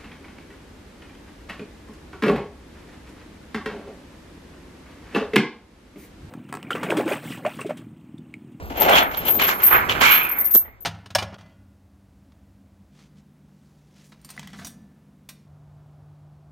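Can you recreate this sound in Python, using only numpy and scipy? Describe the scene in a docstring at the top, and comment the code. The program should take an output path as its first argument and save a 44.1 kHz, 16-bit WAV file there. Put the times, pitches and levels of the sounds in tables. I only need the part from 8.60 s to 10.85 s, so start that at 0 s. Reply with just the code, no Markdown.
"""Outdoors in winter beside a tree post: a steel chain is handled close to the microphone.
Its short links strike in flurries of uneven contacts, each exciting a very high ring and a tick of noise.
Boots press into crusted snow: filtered grains pack and crunch, short bursts crack or knock dully, narrow
noise squeaks and low, brief waves thud. Clothing rustles and air rumbles on the microphone as shaped
noise; a finger taps beside its left side as short knocks."""
import sys
import numpy as np
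from scipy import signal
from scipy.fft import rfft, irfft, next_fast_len
from scipy.io import wavfile
from scipy.ndimage import uniform_filter1d, minimum_filter1d

SR = 44100
rng = np.random.default_rng(int(sys.argv[2]) if len(sys.argv) > 2 else 0)


def inscribe(sig):
    """Save sig as 16-bit PCM at rate SR to the path in sys.argv[1].

    A 1-D sig is mono; a 2-D sig holds one channel per row.
    Samples are clipped to [-1, 1] before scaling.
    """
    pcm = np.round(np.clip(np.atleast_2d(sig).T, -1, 1) * 32767)
    wavfile.write(sys.argv[1], SR, pcm.astype(np.int16))


N = 99225  # samples, 2.25 s


def undb(db):
    """Decibels to amplitude gain."""
    return 10 ** (np.asarray(db) / 20)


def unit(x):
    """Scale to rms 1 over all channels together."""
    return x / np.sqrt(np.mean(x ** 2) + 1e-20)


def sides(db):
    """Left and right gains for a left-minus-right level difference, at constant power."""
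    half_difference_db = np.array([[db], [-db]]) / 2
    return unit(undb(half_difference_db))


def curve(points):
    """Join (time_s, level_db) points into a gain for every sample."""
    time_s, level_db = np.array(points).T
    return undb(np.interp(np.arange(N) / SR, time_s, level_db))


def colour(x, points):
    """Minimum-phase filter, built by folding the cepstrum, with the response of (frequency_hz, level_db)."""
    size = 2 * next_fast_len(x.shape[-1])
    hz, db = np.array(points).T
    bin_hz = np.arange(size // 2 + 1) * SR / size
    response_db = np.interp(np.log(bin_hz + 1), np.log(hz), db)
    cepstrum = irfft(np.log(undb(response_db)))
    # Folding the second half onto the first makes the filter causal
    cepstrum[1:size // 2] *= 2
    cepstrum[size // 2 + 1:] = 0
    filtered = irfft(rfft(x, size) * np.exp(rfft(cepstrum)))
    return filtered[..., :x.shape[-1]]


def fade(t, t60):
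    """Exponential decay, 60 dB in t60 seconds."""
    return np.exp(-np.log(1000) * t / max(t60, 1e-4))


def add(out, x, start):
    """Mix a sound in at its start in seconds."""
    i = int(np.clip(start * SR, 0, N - 1))
    out[:, i:i + x.shape[-1]] += x[:, :N - i]


def pair(three, lag_ms, diffuse):
    """One shared signal that reaches the right side late, plus a separate one on each side."""
    late = np.roll(three[0], int(round(lag_ms * SR / 1000)))
    shared = unit(np.array([three[0], late]))
    separate = unit(three[1:])
    return np.sqrt(1 - diffuse) * shared + np.sqrt(diffuse) * separate


def noise(channels=3):
    """Unrelated white noises."""
    return rng.standard_normal((channels, N))


def rustle():
    """Clothing rubs close by: coloured noise, nearly all shared by both sides, follows a level curve."""
    # Level of the rustle: time_s, level_db
    rustle_level = [(0, -37.5), (.08, -39.5), (.25, -60), (.62, -33.5), (.78, -30.5), (1.03, -37.5),
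                    (1.4, -30), (1.7, -40.5), (1.95, -47.5), (2.12, -58)]
    # Spectrum of the cloth: frequency_hz, level_db
    cloth_spectrum = [(80, -13), (160, -0.5), (330, 2), (650, -1.5), (1000, -5), (2000, -13.5),
                      (4000, -22.5), (7000, -27.5), (12000, -38.5)]
    return pair(colour(noise(), cloth_spectrum), lag_ms=0.28, diffuse=0.074) * curve(rustle_level)


def rumble():
    """Air moves on the microphone: low noise, partly separate on each side, follows a level curve."""
    # Level of the rumble: time_s, level_db
    rumble_level = [(0, -37.5), (.7, -42), (1.03, -50.5), (1.16, -37.5), (1.48, -39.5), (1.62, -50.5),
                    (2.25, -52)]
    # Spectrum of the air: frequency_hz, level_db
    air_spectrum = [(15, -13), (35, -2), (55, 6), (80, 5), (115, -2), (170, -15.5), (500, -59.5)]
    return pair(colour(noise(), air_spectrum), lag_ms=0, diffuse=0.45) * curve(rumble_level)


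def chain():
    """In a flurry near-alike links each tick and ring on their own run of uneven contacts, which thins out."""
    # Link flurries: start_s, level_db, length_s, lead_pitch_hz, ring_t60_s, left_right_db
    flurries = [(0.025, -49.5, 0.24, 13300, 0.087, 3), (0.172, -27.5, 0.0041, 12750, 0.18, 8),
                (0.201, -12.5, 0.007, 13350, 0.17, 8), (0.291, -27, 0.1, 13700, 0.36, 6),
                (0.428, -22.5, 0.0038, 13950, 0.059, 9), (0.518, -38, .004, 12780, 0.085, 5),
                (0.572, -19.5, .012, 12780, 0.12, 4), (0.651, -22.5, 0.021, 13500, 0.15, 7),
                (0.682, -14, 0.0054, 13600, 0.19, 8), (0.702, -13.5, 0.02, 12730, 0.13, 6),
                (0.74, -15.5, 0.022, 13780, 0.088, 6), (0.819, -16, 0.045, 12800, 0.12, 5.5),
                (0.902, -31, 0.092, 13250, 0.27, 0), (1.019, -22, 0.013, 13300, 0.11, 13),
                (1.035, -9, 0.019, 12730, 0.3, 2.5), (1.063, -4.5, 0.0096, 13800, 0.082, -6),
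                (1.103, -13.5, 0.028, 13560, 0.16, 5), (1.2, -41.5, 0.21, 12750, 0.15, 3),
                (1.4, -28, 0.02, 13900, 0.064, 8), (1.457, -25, 0.027, 12750, 0.12, 6),
                (1.492, -20, 0.013, 13800, 0.084, 5), (1.509, -11.5, 0.036, 12780, 0.25, 1),
                (1.583, -29, 0.0166, 13800, 0.092, 0), (1.632, -19.5, 0.022, 12750, 0.052, 1),
                (1.689, -21.5, 0.012, 13250, 0.066, 3), (1.713, -18, 0.0079, 12780, 0.11, 4),
                (1.764, -26.5, 0.018, 12750, 0.29, 3), (1.785, -16, 0.0017, 13780, 0.13, -3),
                (1.797, -16.5, 0.021, 13280, 0.096, 5), (1.845, -15, 0.023, 12730, 0.16, 6.5),
                (1.908, -13, 0.035, 13780, 0.2, 5), (1.937, -7.5, 0.022, 12700, 0.13, -4.5),
                (1.967, -12.5, .017, 13760, .1, 4), (2.206, -36, 0.11, 13750, 0.07, 8)]
    # Ringing of the neighbouring links: frequency_hz, level_db
    link_modes = [(12660, -3.5), (12740, -1), (12810, -11), (13110, -18), (13220, 4), (13300, -2),
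                  (13450, -1.5), (13570, -13.5), (13760, 2), (14400, -11)]
    # Spectrum of the tick at each contact: frequency_hz, level_db
    tick_spectrum = [(2500, -28.5), (6800, -15.5), (9000, -20), (11500, -9.5), (13300, 6.5), (15300, -10.5),
                     (17000, -21.5)]
    links_touched, contacts_per_s = 3, 1300  # the initial contact rate is shared among the links
    first_contact = 1.6  # strength of the contact that opens a flurry
    contact_scatter_db, contact_s = 5, 0.00035  # a link's ring builds up over the time of contact
    mode_spread, lead_db = 0.005, 7.5  # spread of link pitches as a fraction; level of the leading mode
    tick_db, tick_t60_s = -16.5, 0.016  # tick level relative to the ring

    out, t = np.zeros((2, N)), np.arange(SR // 3) / SR
    mode_hz, mode_db = np.array(link_modes).T
    age = t[:SR // 4]
    build_up = 1 - np.exp(-(age / contact_s) ** 2)
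    for start, db, length, lead_hz, t60, pan_db in flurries:
        sound = 0
        for link in range(links_touched):
            contact_rate = contacts_per_s / links_touched * np.exp(-(t / length) ** 2 / 2)
            touches = rng.random(len(t)) < contact_rate / SR
            scatter = undb(contact_scatter_db * rng.standard_normal(len(t)))
            hits = touches * rng.uniform(-1, 1, len(t)) * scatter
            hits = hits * np.exp(-(t / length / 2) ** 2)  # later contacts are weaker too
            hits[0] = first_contact * (link == 0)

            link_hz = mode_hz * (1 + mode_spread * rng.standard_normal(len(mode_hz)))
            hz = np.append(link_hz, lead_hz)
            phase = np.exp(2j * np.pi * rng.random((2, len(hz))))  # separate on each side
            gain = undb(np.append(mode_db, lead_db)) * phase
            modes = (gain @ np.exp(2j * np.pi * hz[:, None] * age)).imag
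            ring = modes * fade(age, t60) * build_up
            tick = colour(rng.standard_normal(ring.shape) * fade(age, tick_t60_s), tick_spectrum)
            strike = unit(ring) + undb(tick_db) * unit(tick)
            sound = sound + signal.fftconvolve(strike, hits[None], axes=1)[:, :len(t)]
        # Longer flurries and rings carry more energy
        sounding = (length + t60 / np.log(1000)) / t[-1]
        add(out, unit(sound) * np.sqrt(abs(sounding) / 2) * undb(db) * sides(pan_db), start)
    return out


def snow():
    """Dense grains break while a boot sinks in; the finest die away first as it settles."""
    # Boots loading the snow: start_s, rise_s, hold_s, fade_db_per_s (before each layer's factor),
    # packing_db, crunch_db, crust_db, powder_db, left_right_db
    treads = [(0.095, 0.0043, 0.028, 296, -34, -41, -43.5, -49.5, 3.5),
              (0.108, 0.12, 0.028, 204.5, -20, -25.5, -26, -34.5, 2.5),
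              (0.245, 0.052, 0.089, 159, -20.5, -16, -20, -33.5, 3),
              (0.331, 0.03, 0.029, 338.5, -45, -39, -15.5, -23.5, 1),
              (0.51, 0.0031, 0.071, 55.5, -38.5, -38, -39, -47.5, 1.5),
              (0.624, 0.057, 0.0045, 330, -39.5, -30.5, -27, -36, 0),
              (0.782, 0.018, 0.043, 269, -29.5, -21, -20, -31.5, 3),
              (0.856, 0.031, 0.015, 197, -31, -19.5, -25, -27.5, -0.5),
              (0.976, 0.029, 0.17, 146.5, -42, -29, -37, -44, 0),
              (1.085, 0.035, 0.022, 128, -26, -13.5, -30, -56, 0.5),
              (1.28, 0.017, 0.018, 224, -32.5, -22.5, -22.5, -32.5, -3),
              (1.337, 0.016, 0.062, 160, -35.5, -25.5, -35.5, -50, -3),
              (1.404, 0.0093, 0.07, 258, -39, -15, -16, -24, -3.5),
              (1.493, 0.025, 0.013, 95.5, -36.5, -18, -18, -29.5, -4.5),
              (1.705, 0.016, 0.017, 84, -42, -32, -65.5, -81, -15),
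              (2.046, 0.0059, 0.0089, 218, -50.5, -54, -62.5, -85, -11)]
    # Spectrum of snow packing under the sole: frequency_hz, level_db
    packing = [(90, -26), (170, -7.5), (260, -3.5), (450, -2), (700, 1.5), (900, 2.5), (1300, -33.5),
               (3000, -58.5)]
    # Spectrum of grains crunching: frequency_hz, level_db
    crunch = [(400, -22.5), (750, -5), (1000, 7.5), (1450, 8.5), (1850, 3), (2250, 2), (2550, -3),
              (3100, -18), (6000, -46.5)]
    # Spectrum of the crust splitting: frequency_hz, level_db
    crust = [(1200, -28), (2200, 4), (2600, 3), (3000, 4), (3400, 0), (3800, -9), (4400, -8.5),
             (5000, -52.5), (9000, -25.5)]
    # Spectrum of fine powder: frequency_hz, level_db
    powder = [(2500, -7), (4200, 1), (5200, -1), (7000, -1), (8200, -11), (10500, -14.5), (12500, -2),
              (16000, -15)]
    # The same four layers in order: grains_per_s, fade_factor (ratio), left_right_offset_db,
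    # right_lag_ms, diffuse_share (0 to 1)
    grain_layers = [(2500, 0.7, 1.5, 0.27, 0.063), (3950, 0.86, -5.5, 0.39, 0.4),
                    (3700, 1.55, -2, 0.28, 0.43), (7370, 1.67, 7, 0.23, 1)]
    grain_scatter_db, crumble_db, crumble_per_s = 2.5, 1.5, 93

    out, t = np.zeros((2, N)), np.arange(N) / SR
    # A slow, random unevenness in level shared by all layers
    span = max(int(SR / crumble_per_s), 1)
    smooth = uniform_filter1d(noise(channels=1)[0], span)
    crumble = undb(crumble_db * unit(uniform_filter1d(smooth, span // 2 + 1)))
    spectra = (packing, crunch, crust, powder)
    for k, (spectrum, layer) in enumerate(zip(spectra, grain_layers)):
        rate, fade_factor, offset_db, lag_ms, diffuse = layer
        sign = np.sign(noise())
        breaks = rng.random(sign.shape) < rate / SR
        strength = undb(grain_scatter_db * np.minimum(rng.exponential(size=sign.shape), 5))
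        grains = sign * breaks * strength
        power = 0
        for start, rise, hold, fade_db_s, *layer_db, pan_db in treads:
            sink = np.clip((t - start) / max(rise, 1e-3), 0, 1) ** 1.98
            settling_s = np.maximum(t - start - rise - hold, 0)
            load = sink * undb(-abs(fade_db_s * fade_factor) * settling_s)
            power = power + (load * undb(layer_db[k]) * sides(pan_db + offset_db)) ** 2
        out += np.sqrt(power) * crumble * pair(colour(grains, spectrum), lag_ms, diffuse)
    return out


def cracks_and_knocks():
    """Cracks and dull knocks underfoot: a click and a short burst, filtered around one frequency."""
    # Single cracks and knocks: start_s, peak_db (before panning), centre_hz,
    # half_width_octaves (to -6 dB), t60_s (before the filter), left_right_db
    bursts = [(0.107, -25, 249, 0.25, 0.14, 4), (.221, -8.5, 2000, 1.2, .03, 3),
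              (0.2957, -7, 2600, 2.7, 0.072, 2), (0.363, -7, 1200, 0.49, 0.012, 11),
              (0.548, -21, 3450, 0.2, 0.019, -4), (0.752, -15, 324, 1.2, 0.033, 2),
              (0.799, -8, 1270, 0.55, .007, 0), (0.8909, -4.5, 1450, .6, 0.017, 19),
              (1.166, -14, 476, 0.5, 0.011, 9), (1.296, -6, 2900, 0.15, 0.017, 7),
              (1.324, -13.5, 3060, .22, .06, 2), (1.417, -3, 400, 0.85, 0.025, 5.5),
              (1.424, -13, 2660, 0.5, 0.012, -1.5), (1.521, -12, 2500, .8, .06, 5)]
    out, t = np.zeros((2, N)), np.arange(SR // 20) / SR
    hz = np.geomspace(40, 18000, 30)
    for start, db, centre_hz, octaves, t60, pan_db in bursts:
        shape_db = -20 * np.log10(1 + (np.log2(hz / centre_hz) / octaves) ** 2)
        click = 10 * (t == 0)
        source = (rng.standard_normal(len(t)) + click) * fade(t, t60)
        burst = colour(source, np.c_[hz, shape_db])
        add(out, burst / np.abs(burst).max() * undb(db) * sides(pan_db), start)
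    return out


def squeaks():
    """Snow shears under the sole: a narrow, rough resonance swells, drifts in pitch and dies away. The two
    short rows near 0.68 s are instead the brief ringing of a crack, made the same way."""
    # Squeaks, and near 0.68 s the two tones of a ringing crack: start_s, glide_length_s, start_hz, end_hz,
    # level_db
    shears = [(0.254, 0.2, 680.6, 757, -16), (0.327, 0.1, 3288, 3410, -18.5), (0.685, 0.03, 850, 836, -24),
              (0.681, 0.01, 3490, 3400, -30.5), (1.426, .24, 2219, 2456, -17), (1.68, .21, 2330, 1952, -33),
              (2.04, .13, 1930, 2120, -47)]
    width_hz, lag_ms = 293, 0.34
    swell_peak = 0.17  # when the swell peaks, as a fraction of the glide
    out = np.zeros((2, N))
    lowpass = signal.butter(2, width_hz / 2, fs=SR, output="sos")
    for start, length, from_hz, to_hz, db in shears:
        age = np.maximum(np.arange(N) / SR - start, 0) / length
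        pitch_hz = np.interp(age, [0, 1], [from_hz, to_hz])
        # Slow complex noise is moved up to the gliding pitch
        turn = np.exp(2j * np.pi * np.cumsum(pitch_hz) / SR)
        tone = (signal.sosfilt(lowpass, noise() + 1j * noise()) * turn).real
        swell = age / swell_peak * np.exp(1 - age / swell_peak)
        ending = np.clip(2 * (1 - age) + 1, 0, 1) ** 2  # silent by one and a half glide lengths
        out += undb(db) * np.sqrt(swell * ending) * pair(tone, lag_ms, diffuse=0.27)
    return out


def thuds():
    """A boot takes the weight: a few low cycles, dull and centred, swell and die away."""
    # Weight shifting: start_s, envelope_peak_db, pitch_hz
    weight_shifts = [(1.149, -33, 124), (1.296, -29, 107)]
    peak_s = 0.011  # from the start to the top of the envelope
    out, t = np.zeros((2, N)), np.arange(SR // 5) / SR
    envelope = t / peak_s * np.exp(1 - t / peak_s)
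    for start, db, hz in weight_shifts:
        wave = np.sin(2 * np.pi * (hz * t + rng.random())) * envelope
        add(out, undb(db) * wave * sides(0), start)
    return out


def taps():
    """A finger knocks lightly beside the left microphone and bounces, each time with the same sound."""
    # Finger taps: start_s, left_peak_db
    knocks = [(1.9504, -3.5), (1.9542, -5), (1.9593, -0.5)]
    # Spectrum of the knock: frequency_hz, level_db
    knock_spectrum = [(60, -9), (200, 1), (400, 4.5), (800, -7), (1020, 2.5), (1400, -6.5), (3500, -15.5),
                      (7500, -6.5), (15000, -37)]
    t60_s, right_db = 0.0093, -30  # decay before the filter; right side relative to the left
    out, t = np.zeros((2, N)), np.arange(SR // 20) / SR
    click = 10 * (t == 0)
    knock = colour((rng.standard_normal(len(t)) + click) * fade(t, t60_s), knock_spectrum)
    for start, db in knocks:
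        add(out, knock / np.abs(knock).max() * undb(db) * undb([[0], [right_db]]), start)
    return out


def scene():
    """Chain, boots and handling together."""
    return rustle() + rumble() + chain() + snow() + cracks_and_knocks() + squeaks() + thuds() + taps()


def record(dry):
    """The recorder ducks the highest peaks for a few milliseconds and cuts the top."""
    ceiling_db, top_hz = -0.3, 15900
    peak = np.abs(dry).max(axis=0)
    room = np.minimum(1, undb(ceiling_db) / (peak + 1e-9))
    # Hold the lowest gain around each peak, then smooth it
    gain = uniform_filter1d(minimum_filter1d(room, size=128), size=128)
    lowpass = signal.ellip(8, 0.2, 70, top_hz, fs=SR, output="sos")
    return signal.sosfilt(lowpass, dry * gain)


dry = scene()
out = record(dry)
inscribe(out)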